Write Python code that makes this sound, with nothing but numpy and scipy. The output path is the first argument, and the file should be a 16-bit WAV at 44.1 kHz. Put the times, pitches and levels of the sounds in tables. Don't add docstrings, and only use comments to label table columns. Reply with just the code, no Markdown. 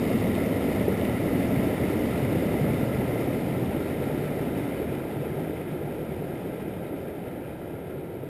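import sys
import numpy as np
from scipy import signal
from scipy.fft import rfft, irfft, next_fast_len
from scipy.io import wavfile
from scipy.ndimage import uniform_filter1d

SR = 44100
rng = np.random.default_rng(int(sys.argv[2]) if len(sys.argv) > 2 else 0)


def wav_out(sig):
    wavfile.write(sys.argv[1], SR, np.round(np.clip(np.atleast_2d(sig).T, -1, 1) * 32767).astype(np.int16))


def gain_from_db(level_db):
    decades = np.asarray(level_db, float) / 20
    return 10 ** decades


N = 365575

# (pitch [Hz], level [dB])
BOOM_COLOUR = [(12, -50), (20, -14), (43, -16), (72, 0.5), (105, 2.5), (135, 1), (165, -2), (200, -4.5),
               (260, -11), (440, -120)]
# (pitch [Hz], level [dB])
GURGLE_FRONT = [(94, -61), (160, -0.5), (275, 3), (317, -1.5), (371, -2), (605, -7), (1050, -23.5),
                (1360, -62), (2310, -120)]
GURGLE_BACK = [(94, -19), (160, -1), (211, -5.5), (312, -1.5), (349, -1.5), (377, 0.5), (521, -3.5),
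               (904, -15), (1050, -29), (1360, -59), (2310, -120)]
# (time [s], pitch [Hz], level against the boom [dB])
ROCK_GAP = [(0, 100.6, -2), (.9, 105.1, -9), (1.5, 124.8, -6), (3.2, 127, 2.5), (4.6, 144, -2.5),
            (6, 150.2, -0.5), (6.8, 176.2, -3), (7.5, 152.8, -8.5), (8.29, 145.4, 3)]
# (pitch [Hz], level [dB])
SPRAY_FRONT = [(560, -3.5), (950, -5.5), (1140, -6.5), (1360, -3.5), (1530, -13), (2030, 1), (2440, -8.5),
               (2800, -11.5), (3640, -26), (6160, -120)]
SPRAY_BACK = [(560, -18), (950, -19), (994, -8), (1130, -18), (1210, -10.5), (1380, -4), (1480, -13.5),
              (1590, -6), (1820, -13.5), (2100, -9.5), (2270, -13), (2410, -11), (2800, -19.5), (3640, -34),
              (6160, -120)]
# (pitch [Hz], level [dB])
FIZZ_FRONT = [(1560, -37), (2650, -7.5), (3080, -3), (3200, -10), (3680, -4.5), (4070, -13), (4400, -10),
              (4720, -14), (5000, -8), (5300, -16), (5650, -10), (5990, -19), (6600, -60), (9000, -120)]
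FIZZ_BACK = [(1560, -27), (2650, -7.5), (2770, -16), (3000, 0), (3240, -3.5), (3800, -5), (4260, -15),
             (4620, -12.5), (5240, -14.5), (5590, -14.5), (5990, -22), (7790, -57), (13200, -120)]
# (time [s], peak level [dB], pitch [Hz])
GULPS = [(0.144, -7.5, 205), (0.241, -13, 223), (0.69, -13.5, 269), (0.876, -2.5, 387), (1.334, -15, 179),
         (1.559, -10, 131), (2.219, -12, 124), (2.294, -20, 282), (2.316, -11, 283), (2.607, -11, 135),
         (2.825, -6.5, 258), (3.049, -15, 264), (4.298, -24, 307), (4.917, -9, 418), (6.228, -17, 161.4),
         (6.675, -18, 323), (7.357, -23, 490), (8.23, -13.5, 421)]
# (time [s], peak level [dB])
TICKS = [(0.0533, -37), (0.24, -36), (0.3516, -29), (1.0131, -31), (1.051, -32), (1.0959, -35),
         (1.257, -44), (2.831, -44), (3.4211, -40), (3.4795, -54), (3.659, -39), (4.115, -39),
         (4.9496, -39), (5.3726, -45), (6.1449, -44), (6.7366, -47), (7.1914, -51), (7.7732, -54)]
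# (pitch [Hz], level [dB], ring length [cycles])
HOUSING_RINGS = [
    (2110, 2, 8.9),
    (2930, 5, 7.6),
    (3540, 2, 9),
    (5000, -11, 6.5),
]
# (time [s], distance [m])
WALK = [(0, 2.01), (1, 2.26), (2.5, 2.27), (3, 2.54), (3.8, 3.13), (4.6, 3.39), (5.2, 4.45), (5.7, 5.4),
        (6.5, 5.75), (7.1, 6.8), (7.9, 8.6), (8.29, 8.9)]
# (time [s], share [0 to 1])
BEHIND = [(0, 0), (2.8, 0.3), (4.5, 0.54), (6, 0.71), (8.29, 0.91)]


def plunge():
    gap_hz, gap_db = curves(ROCK_GAP)
    roar = coloured(patchy(0.73, tall=2, long=8), BOOM_COLOUR)
    boom = roar + gain_from_db(gap_db) * hum(gap_hz, width_hz=30.5)

    glugs = swarm(count=1800, low_hz=149.5, high_hz=902, cycles=5.5, rise=0.3, spread_db=1.5)
    churn = patchy(0.12, tall=3, long=6) + gain_from_db(-18) * glugs
    gurgle = turning(churn, GURGLE_FRONT, GURGLE_BACK) + upper_hollow()

    boom_level = gain_from_db(heard_db(near_db=-33.5, fall_db=5.04))
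    gurgle_level = gain_from_db(heard_db(near_db=-25.5, fall_db=5.44))
    return boom_level * boom + gurgle_level * gurgle


def upper_hollow():
    behind = curves(BEHIND)[0]
    pitch_hz = 235 + (345 - 235) * behind
    level_db = -10.5 + (-11.5 + 10.5) * behind
    return gain_from_db(level_db) * hum(pitch_hz, width_hz=107)


def spray():
    beads = swarm(count=3000, low_hz=951, high_hz=2736, cycles=6.95, rise=0.23, spread_db=1.5)
    hiss = turning(patchy(0.17) + gain_from_db(-15.5) * beads, SPRAY_FRONT, SPRAY_BACK)

    drops = swarm(count=3000, low_hz=2460, high_hz=6020, cycles=13.6, rise=0.08, spread_db=2.5)
    fizz = turning(patchy(0.67, tall=9, long=3) + gain_from_db(-16) * drops, FIZZ_FRONT, FIZZ_BACK)

    hiss_level = gain_from_db(heard_db(near_db=-38.5, fall_db=6.57))
    fizz_level = gain_from_db(heard_db(near_db=-49.5, fall_db=6.5))
    surge_db = 0.47 * unit(uniform_filter1d(rng.standard_normal(N), round(0.054 * SR)))
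    return gain_from_db(surge_db) * (hiss_level * hiss + fizz_level * fizz)


def gulps():
    start_s, peak_db, hz = np.transpose(GULPS)
    return bubbles(start_s + 0.00401, hz, gain_from_db(peak_db - 1.7), cycles=3.7, rise=0.045)


def drop_ticks():
    start_s, peak_db = np.transpose(TICKS)
    sound = np.zeros(N)
    for hz, ring_db, cycles in HOUSING_RINGS:
        pitches = np.full(len(start_s), hz)
        sound = sound + bubbles(start_s, pitches, gain_from_db(peak_db + ring_db), cycles, rise=0.02)
    return sound


def bubbles(start_s, hz, size, cycles, rise):
    turn = np.arange(int(3 * cycles * SR / hz.min())) / SR * hz[:, None]
    life = turn / cycles
    fade = (1 - np.exp(-life * 8)) ** 2 * np.exp(-2.3 * life)
    tone = np.sin(2 * np.pi * turn * (1 + rise * life / 2))
    at = np.round(start_s * SR).astype(int)[:, None] + np.arange(turn.shape[1])
    sound = size[:, None] * fade * tone * (life < 3) * (at < N)
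    return np.bincount(at.ravel(), sound.ravel(), N)[:N]


def swarm(count, low_hz, high_hz, cycles, rise, spread_db):
    when, which_pitch, luck = rng.random((count, 3)).T
    hz = low_hz * (high_hz / low_hz) ** which_pitch
    size = gain_from_db(-spread_db * np.log(luck + 0.003)) * hz / low_hz
    return unit(bubbles(when * N / SR, hz, size, cycles, rise))


def hum(centre_hz, width_hz):
    slow = rng.standard_normal((2, N))
    for _ in range(2):
        slow = uniform_filter1d(slow, round(SR / width_hz), axis=1)
    carrier = np.exp(2j * np.pi * np.cumsum(centre_hz) / SR)
    return unit(np.real((slow[0] + 1j * slow[1]) * carrier))


def patchy(patchy_db, tall=6, long=10):
    z = signal.stft(rng.standard_normal(N + 512), nperseg=512)[2]
    patches = uniform_filter1d(rng.standard_normal(z.shape), tall, 0)
    patches = uniform_filter1d(patches, long, 1)
    return unit(signal.istft(z * gain_from_db(patchy_db * unit(patches)), nperseg=512)[1][:N])


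def turning(source, front, back):
    behind = np.clip(curves(BEHIND)[0], 0, 1)
    return (1 - behind) * coloured(source, front) + behind * coloured(source, back)


def heard_db(near_db, fall_db):
    return near_db - fall_db * np.log2(curves(WALK)[0] / 2)


def coloured(x, spectrum):
    m = next_fast_len(N + 8192)
    f, db = np.transpose(spectrum)
    gain = gain_from_db(np.interp(np.log(np.fft.rfftfreq(m, 1 / SR) + 1), np.log(f + 1), db))
    return unit(irfft(rfft(x, m) * gain, m)[:N])


def curves(rows):
    s, *columns = np.transpose(rows)
    return [np.interp(np.arange(N) / SR, s, column) for column in columns]


def unit(x):
    return x / np.sqrt(np.mean(x ** 2) + 1e-20)


def scene():
    return (plunge() + spray() + gulps() + drop_ticks())[None]


def band_limit(x):
    return signal.sosfilt(signal.butter(12, 15380, fs=SR, output="sos"), x)


def record(dry):
    camera_hz, repeats = 12000, 4
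    margin = SR // 30
    padded = np.pad(dry, ((0, 0), (margin, margin)), "reflect")
    slow = signal.resample_poly(padded, camera_hz, SR, axis=1)
    steps = np.repeat(slow, repeats, axis=1)
    held = signal.resample(steps, round(slow.shape[1] * SR / camera_hz), axis=1)
    kept = np.fft.rfftfreq(held.shape[1], 1 / SR) < 15290
    limited = irfft(rfft(held) * kept, held.shape[1])[:, margin:margin + N]
    return band_limit(limited)


dry = scene()
out = record(dry)
wav_out(out)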